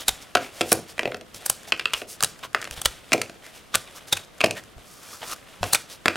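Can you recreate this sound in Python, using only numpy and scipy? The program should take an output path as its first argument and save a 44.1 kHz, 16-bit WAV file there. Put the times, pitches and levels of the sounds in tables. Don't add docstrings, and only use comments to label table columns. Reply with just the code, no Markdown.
import sys
import numpy as np
from scipy import signal
from scipy.fft import rfft, irfft, next_fast_len
from scipy.io import wavfile
from scipy.ndimage import uniform_filter1d

SR = 44100
rng = np.random.default_rng(int(sys.argv[2]) if len(sys.argv) > 2 else 0)


def materialize(psi):
    bounded = np.clip(np.atleast_2d(psi).T, -1, 1)
    quanta = np.round(bounded * 32767).astype(np.int16)
    wavfile.write(sys.argv[1], SR, quanta)


N = 271899

# start_s, length_s, crack_level_db, crack_pitch_hz, fibre_fizz_level_db
BRIDGE_TEARS = [(0.0834, 0.003, 7.5, 3970, 11), (0.0913, 0.0035, 5, 3610, 2), (0.719, 0.0026, 3, 5110, 9),
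                (0.7281, 0.0028, -2.5, 1500, 14), (1.4625, 0.0048, -6, 5560, 5),
                (1.4994, 0.0026, 2, 5800, 12), (1.9383, 0.0039, 5, 3020, -9),
                (2.207, 0.0014, -3, 1110, -8.5), (2.2268, 0.0012, 1.5, 1220, 5.5),
                (2.236, .0013, 4, 1610, 8.5), (2.246, 0.0036, 1, 3860, 4.5),
                (2.711, 0.00085, -10, 2540, -10), (2.8172, 0.0026, -7.5, 3400, -2),
                (2.851, 0.0019, -6, 3200, -5), (2.858, 0.0035, 10.5, 3340, 9),
                (3.1325, 0.0038, 12.5, 2390, 6), (3.7437, 0.0042, 2, 1250, -7), (3.749, 0.0021, 5, 1160, 0),
                (3.7546, 0.003, 7, 1440, 9), (4.1286, 0.0067, 10.5, 3600, 7),
                (4.171, 0.0062, -3.5, 2480, -7), (5.733, 0.0061, 6.5, 4140, 12),
                (5.7481, 0.0032, 8.5, 2350, 7.5), (5.7543, 0.0056, 3.5, 3800, 1.5)]
# start_s, box_level_db, tile_level_db, edge_tick_level_db
TILE_KNOCKS = [(0.3515, 5, 8.5, 1), (0.3549, 9.5, 9.5, -3), (0.371, -18, 3.5, -13), (0.6098, 6.5, 4, -3.5),
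               (0.6141, -3.5, 4.5, -2.5), (0.7208, 10.5, 6, -7), (0.9801, -13, -9, -20),
               (0.9932, -3.5, 6.5, -8.5), (1.0321, -4.5, -7, -26), (1.0556, 5, 1, -22),
               (1.0757, -1, -10, -36), (1.12, -9, -7, -35), (1.1452, -4, -6, -19.5),
               (1.2111, -14.5, -18.5, -23.5), (1.345, -23, -20.5, -13.5), (1.7217, -5.5, 11.5, -6.5),
               (1.7963, -22, 1, -14.5), (1.8099, -20, -11, -35), (1.8562, -12, 9, -9),
               (1.9351, -20.5, 2, 0), (1.9458, -36, -1, -23), (2.018, -6.5, -8.5, -27),
               (2.5475, -3, 11, -13), (2.616, -20, -15, -11), (2.6265, -21.5, -6.5, -18),
               (2.6433, -23, -11, -12), (2.6522, -20, -10.5, -21), (2.6747, -19, -12, -21),
               (3.12, 2, 5, -7.5), (3.1369, 2.5, -10, -5), (3.1463, 6, -18, -23), (3.1795, -4, -9, -16.5),
               (3.2158, -16, 1, 0), (3.2965, -13, -15, -22), (4.4062, -6, 4, -9.5),
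               (4.4129, -5.5, 7.5, -7.5), (4.4395, 9.5, 6.5, -13), (4.4429, 11.5, 8.5, 2),
               (4.4606, -8, 0, -7), (4.5093, -6, -1.5, -4), (4.7805, -21, -29, -34),
               (5.6304, 3.5, 2.5, -9.5), (5.64, -23, -3.5, -8), (6.0579, 4, 10, -2), (6.0815, 3, 12.5, -2),
               (6.157, -8, -2.5, -17)]
# from_s, favoured_tile_hz, favoured_box_hz
TILE_FALLS = [(.3, 1380, 705), (.55, 3480, 353), (.68, 1410, 490), (.9, 2130, 547), (1.6, 2830, 405),
              (2.4, 1890, 600), (3.05, 2350, 260), (4.3, 2480, 690), (5.5, 1140, 670), (5.95, 1780, 345)]
# start_s, length_s, scrape_level_db, hiss_level_db, resonance_hz
RUB_STROKES = [(-.02, 0.069, -38, -37, 3520), (0.206, .045, -50, -45, 5270),
               (0.389, 0.13, -41.5, -45, 2300), (.5, 0.22, -48, -45, 600), (0.638, 0.16, -44, -37, 9150),
               (0.874, 0.063, -50, -43.5, 4850), (1.336, 0.064, -54, -41, 3240),
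               (1.667, 0.047, -42, -41.5, 700), (1.928, .12, -43, -39, 2520),
               (2.067, .11, -59, -38.5, 9300), (2.424, 0.048, -33.5, -39.5, 1070),
               (2.714, 0.04, -42, -40.5, 3390), (2.753, 0.055, -39.5, -41.5, 3500),
               (3.409, .12, -48.5, -50, 1870), (3.525, 0.1, -50, -48.5, 2840),
               (3.944, 0.057, -47.5, -41.5, 1194), (4.066, 0.048, -45.5, -42.5, 673),
               (4.553, .06, -39, -42, 1820), (5.208, 0.054, -34, -59, 780), (5.605, 0.16, -39, -41, 11200),
               (5.884, .09, -46, -40.5, 3970)]
# time_s, friction_level_db
SHEET_SHIFT = [(4.8, -76), (4.878, -50), (5.018, -51), (5.036, -46.5), (5.094, -47.5), (5.134, -41),
               (5.196, -49.5), (5.332, -32), (5.345, -44)]
# start_s, level_db before damping, bending_pitch_hz
SHEET_FLEXES = [(.086, -31.5, 55.6), (1.351, -43.5, 108), (1.5, -41, 111.6), (1.939, -42.5, 46),
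                (2.237, -46, 94), (2.712, -36.5, 61.7), (2.776, -34, 80.4), (2.857, -28, 62),
                (3.756, -36, 108), (4.13, -37, 92), (4.765, -37.5, 64.2), (5.61, -29.5, 93.5),
                (5.632, -29.5, 100)]

# pitch_hz, level_db, t60_s
TILE_MODES = [(1042, -9.5, 0.019), (1187, -8.5, 0.021), (1424, -1.5, 0.012), (1706, 4, 0.0043),
              (2066, -3.5, 0.0089), (2480, -2.5, 0.016), (2714, -1, 0.012), (3240, -0.5, 0.0083),
              (3970, -3.5, 0.007), (4580, -6, 0.0096), (5350, -7, 0.0082)]
BOX_MODES = [(108, -24.5, 0.33), (180, -46, 0.045), (240.5, -8.5, 0.08), (311, -8.5, 0.062),
             (346, -6, 0.075), (417.4, -6.5, 0.05), (500, -6.5, 0.072), (604, -1, 0.042), (689, 2, 0.048),
             (780, -13, 0.018)]

# frequency_hz, level_db (per Hz)
BOARD_SPECTRUM = [(40, -20.5), (150, -7), (320, -11), (600, 2), (800, 1.5), (1100, -15), (2500, -50.5)]
CRACK_SPECTRUM = [(400, -26), (800, -8.5), (1200, -0.5), (1600, 2), (2200, -4), (3400, -1), (5200, -8),
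                  (7000, -16), (14000, -59)]
FIZZ_SPECTRUM = [(2500, -30.5), (5000, 1), (6500, -1), (11000, -0.5), (15500, -6.5), (18000, 1)]
# frequency_hz, level_db (per Hz)
TICK_SPECTRUM = [(2000, -14.5), (4500, 3), (7000, 0.5), (10000, -3), (13000, -11), (17000, -28)]
CLATTER_SPECTRUM = [(700, -14), (1500, -5.5), (2100, -5), (2600, 3), (3300, -14), (6000, -18), (14000, -33)]
THUD_SPECTRUM = [(60, -22), (105, 1), (160, -10), (245, -2), (330, -0.5), (520, 1), (680, -1), (950, -10.5),
                 (2000, -34.5)]
# frequency_hz, level_db (per Hz)
SCRAPE_SPECTRUM = [(80, -3), (250, -4), (600, 3), (950, -2), (1500, -1.5), (3500, -0.5), (5500, -18),
                   (12000, -38)]
HISS_SPECTRUM = [(1500, -10), (3500, -3.5), (5000, 3.5), (7500, 0.5), (11000, -1.5), (16000, -10)]
# frequency_hz, gain_db
SHEET_GAIN = [(100, -4), (1000, 0), (15000, -0.5)]
# frequency_hz, level_db (per Hz)
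AIR_SPECTRUM = [(15, -20), (25, 2), (48, 5), (200, 5.5), (416, 2), (714, 1.5), (863, -4.5), (1230, -1.5),
                (2760, -12), (3340, -10.5), (10700, -21.5), (14800, -20.5), (16000, -36.5)]
# frequency_hz, t60_s
ROOM_DECAY = [(100, .5), (500, 0.2737), (2500, 0.22), (6000, 0.34), (14000, 0.15)]
# frequency_hz, level_db
ECHO_COLOUR = [(100, 4), (520, 3), (900, -3.5), (1400, 5), (2600, -1), (4500, -3), (14000, -2)]
# frequency_hz, level_db (relative to what they share)
PORT_SIDE = [(30, -11), (120, -9.5), (300, -17), (1000, -32.5), (2500, -30), (5000, -21), (9000, -19),
             (14000, -12)]

TEAR_RISE = 0.36
BOARD_DB = -10.5
FIZZ_HZ, FIZZ_OCTAVES_PER_DB = 8110, 0.02
SETTLE_S, SETTLE_PER_S, SETTLE_TILE_DB, SETTLE_BOX_DB = 0.045, 200, -18.5, -10.5
RUB_RISE = 0.36
PRESS_S, SLIP_S, SLIP_HZ = 0.031, 0.11, 3960
SLIP_SCRAPE_DB, SLIP_HISS_DB, SLIP_DB_PER_DB = -50, -49.5, 0.5759
SHIFT_HISS_DB, SHIFT_SCRAPE_DB, SCRAPE_DB_PER_DB, SHIFT_HZ = -0.5, 13.5, 1.51, 1214
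HOLD_SCRAPE_DB, HOLD_HISS_DB, HOLD_HZ = -52, -58.5, 8900
CREAKS_PER_S, CREAK_DB, CREAK_SPREAD_DB = 7, -24.5, 1.5
AIR_DB = -54
EDGE_HZ = 16100


def tears():
    out = np.zeros(N)
    for s, length, crack_db, crack_hz, fizz_db in BRIDGE_TEARS:
        rise, fade = TEAR_RISE * length, (1 - TEAR_RISE) * length
        board_db = BOARD_DB + (crack_db + fizz_db) / 2
        fizz_hz = FIZZ_HZ * 2 ** (FIZZ_OCTAVES_PER_DB * (fizz_db - crack_db))
        main, lead = fibres(rise, fade, spread_db=6)
        stray, _ = fibres(2.0 * rise, 0.0058, spread_db=-1.5)
        burst = unit(main) + amp(-13.5) * unit(stray)
        board = colour(burst, BOARD_SPECTRUM)
        crack = colour(burst, CRACK_SPECTRUM, crack_hz, lift_db=12.5, octaves=0.12)
        fizz = colour(burst, FIZZ_SPECTRUM, fizz_hz, lift_db=8.0, octaves=0.36)
        add(out, s - lead, amp(board_db) * unit(board))
        add(out, s - lead, amp(crack_db) * unit(crack))
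        add(out, s - lead, amp(fizz_db) * unit(fizz))
    return out


def fibres(rise, fade, spread_db, size=2048):
    t = (np.arange(size) - size // 2) / SR
    decay = np.where(t < 0, -t / max(rise, 1 / SR), t / max(fade, 1 / SR))
    signs, sizes = rng.standard_normal((2, size))
    cracks = np.sign(signs) * amp(spread_db * np.minimum(sizes, 2))
    return np.exp(-decay) * cracks, size / 2 / SR


def knocks():
    out = np.zeros(N)
    for s, box_db, tile_db, tick_db in TILE_KNOCKS:
        _, tile_hz, box_hz = [fall for fall in TILE_FALLS if fall[0] <= s][-1]
        tile = ring(TILE_MODES, detune=0.046, centre_hz=tile_hz, lift_db=9.5, octaves=0.18, size=1024)
        tile = radiate(tile, corner_hz=600)
        box = ring(BOX_MODES, detune=0.0287, centre_hz=box_hz, lift_db=7.5, octaves=0.1, size=5120)
        box = radiate(box, corner_hz=96.0)
        tile_touch = contact(chatter=0.49, fade=0.0026, per_s=1100)
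        box_touch = contact(chatter=0.26, fade=0.045, per_s=730)
        edge_touch = contact(chatter=2.5, fade=0.0025, per_s=6400)
        add(out, s, amp(tile_db) * unit(signal.fftconvolve(tile_touch, tile)))
        add(out, s, amp(box_db) * unit(signal.fftconvolve(box_touch, box)))
        add(out, s, amp(tick_db) * unit(colour(edge_touch, TICK_SPECTRUM)))
        rattle = settle(spread_db=4)
        add(out, s, amp(tile_db + SETTLE_TILE_DB) * unit(colour(rattle, CLATTER_SPECTRUM)))
        add(out, s, amp(box_db + SETTLE_BOX_DB) * unit(colour(rattle, THUD_SPECTRUM)))
    return out


def contact(chatter, fade, per_s, size=4096):
    t = np.arange(size) / SR
    touches = rng.standard_normal(size) * (rng.random(size) < per_s / SR) * np.exp(-t / fade)
    return (t == 0) + chatter * unit(touches)


def ring(modes, detune, centre_hz, lift_db, octaves, size):
    hz, db, t60 = np.transpose(modes)[:, :, None]
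    t = np.arange(size) / SR
    shift, side = rng.standard_normal((2, len(modes), 1))
    hz = hz * (1 + detune * np.clip(shift, -1, 1))
    strength = np.sign(side) * amp(db + lift_db * hump(hz, centre_hz, octaves))
    decay = np.exp(-np.log(1000) * t / t60)
    return (strength * decay * np.sin(2 * np.pi * hz * t)).sum(0)


def radiate(x, corner_hz):
    return signal.lfilter(*signal.butter(2, corner_hz, "high", fs=SR), x)


def settle(spread_db, size=12000):
    t = np.arange(size) / SR
    signs, sizes = rng.standard_normal((2, size))
    touched = rng.random(size) < SETTLE_PER_S / SR
    return unit(np.sign(signs) * amp(spread_db * sizes) * touched * np.exp(-t / SETTLE_S))


def rubs():
    out = np.zeros(N)
    for start, length, scrape_db, hiss_db, tint_hz in RUB_STROKES:
        add(out, start, stroke(RUB_RISE * length, (1 - RUB_RISE) * length, scrape_db, hiss_db, tint_hz))
    for s, _, crack_db, _, fizz_db in BRIDGE_TEARS:
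        scrape_db = SLIP_SCRAPE_DB + SLIP_DB_PER_DB * crack_db
        hiss_db = SLIP_HISS_DB + SLIP_DB_PER_DB * fizz_db
        add(out, s - PRESS_S, stroke(PRESS_S, SLIP_S, scrape_db, hiss_db, SLIP_HZ))
    return out


def stroke(rise, fade, scrape_db, hiss_db, tint_hz, size=12000):
    swell = np.interp(np.arange(size) / SR, [0, rise, rise + fade], [0, 1, 0])
    return friction(amp(scrape_db) * swell, amp(hiss_db) * swell, tint_hz)


def friction(scrape_gain, hiss_gain, tint_hz):
    count = len(scrape_gain)
    scrape = noise(SCRAPE_SPECTRUM, count) * grain(depth_db=2.5, size=170, count=count)
    hiss = noise(HISS_SPECTRUM, count) * grain(depth_db=2.5, size=60, count=count)
    tint_db = 3 + 9 * hump(tint_hz, centre_hz=1180, octaves=0.82)
    rubbing = scrape_gain * scrape + hiss_gain * hiss
    return colour(rubbing, SHEET_GAIN, tint_hz, tint_db, octaves=0.23, size=512)


def grain(depth_db, size, count):
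    grip = unit(uniform_filter1d(rng.standard_normal(count), size)) * np.sqrt(count)
    return unit(amp(depth_db * grip)) * np.sqrt(count)


def handling():
    creep = grain(depth_db=3.5, size=4000, count=N)
    s, db = np.transpose(SHEET_SHIFT)
    level_db = np.interp(np.arange(N) / SR, s, db, left=-np.inf, right=-np.inf)
    scrape_gain = amp(SHIFT_SCRAPE_DB + SCRAPE_DB_PER_DB * level_db)
    slide = friction(scrape_gain, amp(SHIFT_HISS_DB + level_db), SHIFT_HZ)
    hold = friction(amp(HOLD_SCRAPE_DB) * creep, amp(HOLD_HISS_DB) * creep, HOLD_HZ)
    return (slide + hold)[:N]


def flexes():
    out, t = np.zeros(N), np.arange(SR // 4) / SR
    for s, db, hz in SHEET_FLEXES:
        swing = np.sin(2 * np.pi * hz * t)
        swing += 0.51 * np.sin(2 * np.pi * hz * 1.716 * t)
        swing += 0.31 * np.sin(2 * np.pi * hz * 0.58 * t)
        envelope = (1 - np.exp(-t / 0.0019)) * np.exp(-t / 0.02)
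        add(out, s, amp(db) * swing * envelope)
    return out


def creaks():
    levels_db = CREAK_DB + CREAK_SPREAD_DB * np.clip(rng.standard_normal(N), -2, 2)
    sizes = amp(levels_db) * (rng.random(N) < CREAKS_PER_S / SR)
    touch = contact(chatter=1, fade=0.0012, per_s=5700)
    tick = unit(colour(touch, TICK_SPECTRUM)) + amp(-3) * unit(colour(touch, CRACK_SPECTRUM))
    return signal.oaconvolve(sizes, tick)[:N]


def room(x, size=256):
    t = np.arange(SR * 3 // 4) / SR
    taps = rng.standard_normal(len(t)) * (rng.random(len(t)) < 4000 / SR) * (t > 0.005)
    hz, frame_s, z = signal.stft(taps, SR, nperseg=size)
    decay_db = -60 * frame_s / read(ROOM_DECAY, hz)[:, None]
    z = z * amp(read(ECHO_COLOUR, hz)[:, None] + decay_db)
    return signal.oaconvolve(x, unit(signal.istft(z, SR, nperseg=size)[1]))[:N]


def ports(x):
    size = next_fast_len(N, True)
    side_gain = amp(read(PORT_SIDE, np.fft.rfftfreq(size, 1 / SR)))
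    side = irfft(1j * rfft(x, size) * side_gain, size)[:N]
    return np.array([x + side, x - side])


def air():
    shared = noise(AIR_SPECTRUM)
    opposed = np.array([[1], [-1]]) * noise(AIR_SPECTRUM)
    return amp(AIR_DB) * (shared + 0.85 * opposed)


def noise(spectrum, count=N):
    size = next_fast_len(count, True)
    shaped = rfft(rng.standard_normal(size)) * amp(read(spectrum, np.fft.rfftfreq(size, 1 / SR)))
    return unit(irfft(shaped, size)[:count]) * np.sqrt(count)


def colour(x, spectrum, centre_hz=1000, lift_db=0, octaves=1, size=2048):
    hz = abs(np.fft.fftfreq(size, 1 / SR))
    log_gain = np.log(amp(read(spectrum, hz) + lift_db * hump(hz, centre_hz, octaves)))
    response = np.exp(np.conj(signal.hilbert(log_gain)))
    return signal.fftconvolve(x, np.fft.ifft(response).real[:size // 2])


def hump(hz, centre_hz, octaves):
    return np.exp(-0.5 * (np.log2((hz + 1) / centre_hz) / octaves) ** 2)


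def read(points, hz):
    f, value = np.transpose(points)
    return np.interp(np.log(hz + 1), np.log(f + 1), value)


def amp(db):
    return 10 ** (np.asarray(db) / 20)


def unit(x):
    return x / np.sqrt(np.sum(x ** 2) + 1e-20)


def add(mix, s, sound):
    start = round(s * SR)
    sound = sound[max(-start, 0):]
    part = mix[max(start, 0):][:len(sound)]
    part += sound[:len(part)]


def scene():
    sheet = tears() + rubs() + handling() + flexes() + creaks()
    pile = knocks()
    echo = room(amp(-19) * sheet + amp(-14.5) * pile)
    return ports(sheet + pile + echo) + air()


def record(dry):
    ceiling = 0.91
    rounded = dry / (1 + (dry / ceiling) ** 4) ** (1 / 4)
    band = signal.firwin(201, EDGE_HZ, window=("kaiser", 7), fs=SR)
    return signal.oaconvolve(rounded, band[None], "same")


dry = scene()
out = record(dry)
materialize(out)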